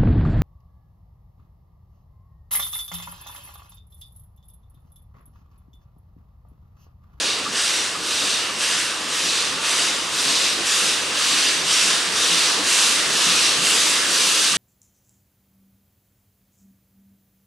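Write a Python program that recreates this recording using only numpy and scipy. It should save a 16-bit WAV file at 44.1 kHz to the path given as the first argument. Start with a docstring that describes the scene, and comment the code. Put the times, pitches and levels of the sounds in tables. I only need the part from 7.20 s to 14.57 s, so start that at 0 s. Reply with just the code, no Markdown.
"""A steam locomotive pulls slowly out of a station toward the listener. From the start its open drain
cocks blow turbulent, hissing jets from the two ends of the near cylinder in turn, echoed by the platform
roofs, over the draught's roar, leaking steam, yard rumble and a transformer's hum. After a quarter second
the chimney begins to chuff, four times a wheel turn, and the rods give the first of their dull clanks.
As the engine nears, the jets grow louder and the sound spreads wider."""
import sys
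import numpy as np
from scipy import signal
from scipy.fft import rfft, irfft, next_fast_len
from scipy.io import wavfile
from scipy.ndimage import uniform_filter1d, map_coordinates

SR = 44100
rng = np.random.default_rng(int(sys.argv[2]) if len(sys.argv) > 2 else 0)


def dump(signal):
    """Clip the signal to [-1, 1] and save it as 16-bit WAV at the path in sys.argv[1]."""
    limited = np.clip(np.atleast_2d(signal).T, -1, 1)
    pcm = np.round(limited * 32767).astype(np.int16)
    wavfile.write(sys.argv[1], SR, pcm)


N = 325017

# All levels are relative. Blows, rear and front cock in turn: t/s, open/s, level/dB, fizz/dB, body/dB
BLOWS = [(-0.2, 0.31, -26.5, -2.5, -2), (0.282, 0.37, -23.5, 0, 1), (0.76, 0.4, -27, 0.5, -1.5),
         (1.334, 0.34, -24.5, 1, 1.5), (1.824, .39, -27, 0, 1.5), (2.38, 0.35, -22.5, 0, 1),
         (2.853, 0.41, -25, 0.5, -0.5), (3.399, 0.34, -22, 2, -1.5), (3.878, .41, -24, 0, 1),
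         (4.418, 0.35, -20.5, .5, 0.5), (4.866, .4, -23, 0.5, -2), (5.403, 0.38, -19.5, 1.5, -1),
         (5.831, .44, -23, 0.5, 0.5), (6.368, .42, -22, 3, 0.5), (6.81, 0.45, -25, 3.5, -2.5)]
# Valve action: rise/s, swell/(dB/s), extra fizz swell/(dB/s), extra body swell/(dB/s), fall/(dB/s), knee/s
FRONT_VALVE = (.115, -1.5, -5.5, 4.5, 165, 0.0466)
REAR_VALVE = (0.16, 7.5, -9.5, -4, 98, 0.0136)
# Noise spectra: f/Hz, level/dB
FRONT_JET_SPECTRUM = [(410, -31), (700, -9.5), (747, -16), (1130, -6.5), (1600, -4.5), (2330, -5),
                      (2730, -2.5), (3180, -2.5), (4880, -2.5), (7290, -3), (8090, -5), (9570, -6),
                      (11800, -19), (14500, -47), (15500, -55.5)]
REAR_JET_SPECTRUM = [(410, -58), (700, -15.5), (787, -38), (968, -13), (1120, -5.5), (1430, -10),
                     (1670, -3), (2100, -6.5), (2830, -3), (4520, -0.5), (5280, -3.5), (5700, -1.5),
                     (9570, -6.5), (12600, -21), (15500, -53)]
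ECHO_SPECTRUM = [(300, -59.5), (800, -33), (1200, -10.5), (2200, -6), (2900, -3.5), (4400, -2), (6000, -5),
                 (9500, -4.5), (12500, -20.5), (15500, -47.5)]
DRAUGHT_SPECTRUM = [(35, -50), (60, -15), (92, -18), (129, -10.5), (163, -8), (249, -1.5), (306, -2),
                    (464, 1.5), (773, -5), (1100, -3.5), (1430, -9), (2420, -120)]
LEAK_SPECTRUM = [(470, -42), (800, -12), (1200, -2.5), (1940, -5.5), (2380, -10), (2920, -3), (3130, -6.5),
                 (4130, -18.5), (6050, -29), (9540, -32.5), (14000, -67.5)]
YARD_SPECTRUM = [(12, -47.5), (20, -19), (83, -1), (130, -3), (170, -27), (290, -120)]
BOOM_SPECTRUM = [(90, -47), (130, -6), (170, 2), (215, 0), (270, -12), (400, -44)]
BARK_SPECTRUM = [(200, -23.5), (280, -0.5), (330, -8), (480, -14), (700, -6), (1200, -45)]
# Likeness of left and right: f/Hz, coherence
NEAR_COHERENCE = [(60, 1), (300, 1), (500, 0.978), (700, 0.83), (1000, 0.94), (1400, 0.91), (3000, 1),
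                  (7000, 0.96), (9600, 0.967), (10500, 1)]
REAR_COHERENCE = [(700, 1), (1400, 0.9), (3000, 1), (4500, 0.91), (7000, 0.98), (9600, 0.94), (10500, 1)]
FAR_COHERENCE = [(300, .97), (700, 0.88), (1400, 0.94), (2200, 0.63), (3500, 0.39), (7000, 0.54), (9600, 1),
                 (10500, 1)]
# Resonances under the engine and of the chimney pipe: f/Hz, bandwidth/Hz, base lift/dB
CASING_MODES = [(2680, 510, 3), (3691, 710, 2.5), (4900, 450, 2), (5800, 690, 1.85), (8270, 320, 2.5)]
CHIMNEY_MODES = [(166, 20, 2), (311, 37, 3.5), (506, 21, 1)]
# The engine's approach: t/s, factor on the casing's lift, stereo width/dB
APPROACH = [(0, 1.75, -1.5), (2.5, 1.6, 0.5), (4, 1.45, 1), (7.37, 1.3, 2)]
# Reverberation under the roofs: f/Hz, T60/s
ROOF_DECAY = [(800, 0.96), (3000, 0.45), (10000, 0.12)]
# Continuous flows from the boiler: t/s, draught level/dB, leak level/dB
BOILER_LEVELS = [(0.0, -35, -28.5), (0.7, -38, -31.5), (1.6, -35.5, -27.5), (1.9, -37.5, -29.5),
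                 (2.4, -36.5, -28), (6.4, -33, -26), (7.37, -36, -27)]
# Transformer hum: t/s, level/dB
HUM_LEVELS = [(0, -58.5), (3.5, -58.5), (4.5, -61), (7.37, -64)]
# Exhaust beats: t/s, level/dB, boom f/Hz, extra bark level/dB
EXHAUST_BEATS = [(0.249, -38, 200, 2), (0.493, -41, 173, 0), (0.739, -40, 147, 4), (1.0, -36, 200, 10),
                 (1.288, -40, 167, 7), (1.529, -39, 146, 4), (1.789, -45, 199, 0), (2.029, -33, 168, 4),
                 (2.319, -34.5, 180, 4), (2.559, -39.5, 142, 5.5), (2.799, -43, 156, 1),
                 (3.049, -31.5, 197, 7), (3.359, -37, 194, 13.5), (3.611, -34, 197, -2.5),
                 (3.86, -40, 194, -5), (4.099, -38, 154, 10), (4.379, -33, 151, -3), (4.61, -35, 162, 3),
                 (4.841, -31, 182, -1), (5.088, -33, 173, 6), (5.36, -36, 200, 12), (5.599, -39, 200, -4),
                 (5.85, -32.5, 155, 4), (6.05, -30, 215, 3), (6.368, -29.5, 166, 0), (6.589, -44, 201, 4),
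                 (6.849, -35, 191, 7), (7.02, -38, 207, 3), (7.318, -29, 197, -2)]
# Impacts as the rods take up slack: t/s, level/dB
CLANKS = [(0.2545, -19.5), (0.7446, -23), (1.289, -24.5), (2.8724, -26.5), (4.001, -25), (4.7519, -31),
          (6.341, -28), (7.327, -19.5)]
# Modes of the rods: f/Hz, level/dB, T60/s
ROD_MODES = [(1166, 6, 0.098), (1247, 7, 0.095), (1320, -1, .07)]
# Stereo balance: f/Hz, left minus right level/dB
BALANCE = [(200, 0), (400, -.6), (700, -1.2), (1300, -1.1), (2400, -.5), (4400, -.2), (8000, -.8),
           (12000, 0)]

FRAME = 512  # samples in a short-time spectrum
FRAME_HZ, FRAME_S = np.fft.rfftfreq(FRAME, 1 / SR), np.arange(N // (FRAME // 2) + 2) * (FRAME // 2) / SR


def amp(db):
    return 10 ** (np.asarray(db) / 20)


def unit_rms(x):
    return x / np.sqrt(np.mean(x ** 2) + 1e-20)


def along(points, hz):
    """Interpolation of (f/Hz, value) points on a logarithmic frequency axis."""
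    f, values = np.transpose(points)
    return np.interp(np.log(hz + 1), np.log(f + 1), values)


def curves(rows):
    """Linear interpolation in time: one value per sample for each column after t/s."""
    times, *columns = np.transpose(rows)
    return [np.interp(np.arange(N) / SR, times, column) for column in columns]


def wobble(knots_per_s):
    """Smooth random modulation: a spline through Gaussian knots."""
    knots = rng.standard_normal(int(N * knots_per_s / SR) + 4)
    return map_coordinates(knots, [np.arange(N) * knots_per_s / SR])


def resonance_db(modes, hz):
    """Resonance: each mode adds a Lorentzian peak to the level."""
    return sum(db / (1 + (2 * (hz - centre) / width) ** 2) for centre, width, db in modes)


def filtered(x, response):
    """Linear filtering: the spectrum is multiplied by a frequency response."""
    size = next_fast_len(N + SR // 4)
    return irfft(rfft(x, size) * response(np.fft.rfftfreq(size, 1 / SR)), size)[..., :N]


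def noise(spectrum, coherence, patchy_db, gain=1, modes=()):
    """Partly coherent stereo noise, modulated by random patches and a gain over frequency and time."""
    def response(hz):
        angle = np.arccos(np.clip(along(coherence, hz), -1, 1)) / 2
        return amp(along(spectrum, hz) + resonance_db(modes, hz)) * [np.cos(angle), np.sin(angle)]

    mid, side = filtered(rng.standard_normal((2, N)), response)
    frames = signal.stft(unit_rms(np.array([mid + side, mid - side])), SR, nperseg=FRAME)[2]
    patches = uniform_filter1d(rng.standard_normal(frames.shape[1:]), size=5, axis=0)
    patches = unit_rms(uniform_filter1d(patches, size=20, axis=1))
    return signal.istft(frames * amp(patchy_db * patches) * gain, SR, nperseg=FRAME)[1][:, :N]


def jet_power(blows, valve):
    """A valve throttles a jet: its power rises, swells or sags, then falls, coloured by casing resonance."""
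    rise_s, swell, fizz_swell, body_swell, fall, knee_s = valve
    hz = FRAME_HZ[:, None]
    fizz, body = np.clip((hz - 4500) / 5000, 0, 1.5), hz < 2300  # weights of the high and low bands
    fall_rate = fall * np.where(body, 0.56, 1)  # the body dies slower than the hiss
    seep_db = -37 + 1.39 * FRAME_S - 1.5 * fizz  # steam still passes between blows
    power = amp(2 * seep_db)
    for start, open_s, jet_db, fizz_db, body_db in blows:
        age = FRAME_S - start
        opening = np.sin(np.pi / 2 * np.clip(age / rise_s, 0, 1)) ** 4
        held_db = (swell + fizz_swell * fizz + body_swell * body) * np.clip(age, 0, open_s)
        shut_db = fall_rate * knee_s * np.logaddexp(0, (age - open_s) / knee_s)
        power += opening * amp(2 * (jet_db + fizz_db * fizz + body_db * body + held_db - shut_db))
    times, ring_depth, _ = np.transpose(APPROACH)
    return power * amp(2 * resonance_db(CASING_MODES, hz) * np.interp(FRAME_S, times, ring_depth))


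def roof_echo(power, delay_s=0.05):
    """Reverberation: the roofs return the jets' power late and wide, the treble decaying fastest."""
    taps = 200
    lag = FRAME_S[:taps] - delay_s
    tail = amp(-120 * lag / along(ROOF_DECAY, FRAME_HZ)[:, None]) * (lag >= 0)
    padded = np.pad(power, ((0, 0), (taps, 0)), "edge")
    late = signal.fftconvolve(padded, tail / tail.sum(1, keepdims=True), axes=1)
    gain = np.sqrt(np.abs(late[:, taps:taps + len(FRAME_S)]))
    return amp(-6.5) * noise(ECHO_SPECTRUM, FAR_COHERENCE, patchy_db=1.1, gain=gain)


def drain_cocks():
    """Turbulent jet noise: the two cocks blow on alternate half turns of the wheel, and the roofs echo."""
    rear_power, front_power = jet_power(BLOWS[::2], REAR_VALVE), jet_power(BLOWS[1::2], FRONT_VALVE)
    front = noise(FRONT_JET_SPECTRUM, NEAR_COHERENCE, patchy_db=1.4, gain=np.sqrt(front_power))
    rear = noise(REAR_JET_SPECTRUM, REAR_COHERENCE, patchy_db=1.17, gain=np.sqrt(rear_power))
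    sputter = amp(0.13 * wobble(14) + 0.402 * wobble(300))  # water drops tear the jet
    return sputter * (front + rear) + roof_echo(front_power + rear_power)


def boiler():
    """Flow noise: the draught excites the chimney's open-pipe modes while steam leaks without pause."""
    draught_db, leak_db = curves(BOILER_LEVELS)
    surge = amp(draught_db + 0.57 * wobble(5))
    draught = surge * noise(DRAUGHT_SPECTRUM, NEAR_COHERENCE, patchy_db=0.83, modes=CHIMNEY_MODES)
    leak = amp(leak_db - 3) * noise(LEAK_SPECTRUM, FAR_COHERENCE, patchy_db=2.2)
    return draught + leak


def yard_rumble():
    """Ambient noise: the yard gives a faint floor of low frequencies."""
    return amp(-61) * noise(YARD_SPECTRUM, NEAR_COHERENCE, patchy_db=0.5)


def transformer(hum_hz=100.3):
    """Amplitude and phase modulation: a mains hum wavers on its way through the air."""
    phase = 2 * np.pi * hum_hz * np.arange(N) / SR + 0.52 * wobble(3.16)
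    level_db = curves(HUM_LEVELS)[0] + 1.5 * wobble(2.66)
    return np.sqrt(2) * amp(level_db) * np.sin(phase)


def chuffs(mean_bark_hz=309.8, bark_scatter=0.115):
    """Pulsed excitation: each exhaust beat sounds the chimney's boom and bark, each as noise and a tone."""
    boom, bark, tones = np.zeros((3, N + SR))
    t = np.arange(SR // 3) / SR
    swell = (t / 0.043 * np.exp(1 - t / 0.035)) ** 1.13
    for start, db, boom_hz, bark_db in EXHAUST_BEATS:
        boom_phase, detune, bark_phase = rng.uniform(-0.997, 1, 3)
        bark_hz = mean_bark_hz * (1 + bark_scatter * detune)
        span = slice(round(start * SR), round(start * SR) + len(t))
        boom[span] += amp(db - 8.5) * swell
        bark[span] += amp(db + bark_db - 12.5) * swell
        tones[span] += amp(db - 7) * swell * np.sin(np.pi * (2 * boom_hz * t + boom_phase))
        tones[span] += amp(db + bark_db - 10) * swell * np.sin(np.pi * (2 * bark_hz * t + bark_phase))
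    boom_noise = noise(BOOM_SPECTRUM, NEAR_COHERENCE, patchy_db=0.5)
    bark_noise = noise(BARK_SPECTRUM, NEAR_COHERENCE, patchy_db=0.5)
    return boom[:N] * boom_noise + bark[:N] * bark_noise + tones[:N]


def rods():
    """Damped free vibration: the heavy, oiled rods clank dully as the load reverses."""
    clanks, t = np.zeros(N + SR), np.arange(SR // 4) / SR
    attack = 1 - np.exp(-t / 0.0062)
    for start, db in CLANKS:
        ring = sum(amp(mode_db + rng.normal(0, 1.3) - 60 * t / t60) * np.sin(2 * np.pi * hz * t)
                   for hz, mode_db, t60 in ROD_MODES)
        clanks[round(start * SR):][:len(t)] += amp(db - 5.5) * ring * attack
    return clanks[:N]


def scene():
    """Superposition: the sources add, and the stereo image widens as the train nears."""
    left, right = drain_cocks() + boiler() + yard_rumble() + chuffs() + rods() + transformer()
    width = amp(curves(APPROACH)[1])
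    mid, side = (left + right) / 2, (left - right) / 2 * width
    return np.array([mid + side, mid - side])


def record(dry, top_hz=15600):
    """Level difference and band limit: the right channel is slightly louder, and both end at top_hz."""
    return filtered(dry, lambda hz: amp(along(BALANCE, hz) * [[.5], [-.5]]) * (hz < top_hz))


dry = scene()
out = record(dry)
dump(out)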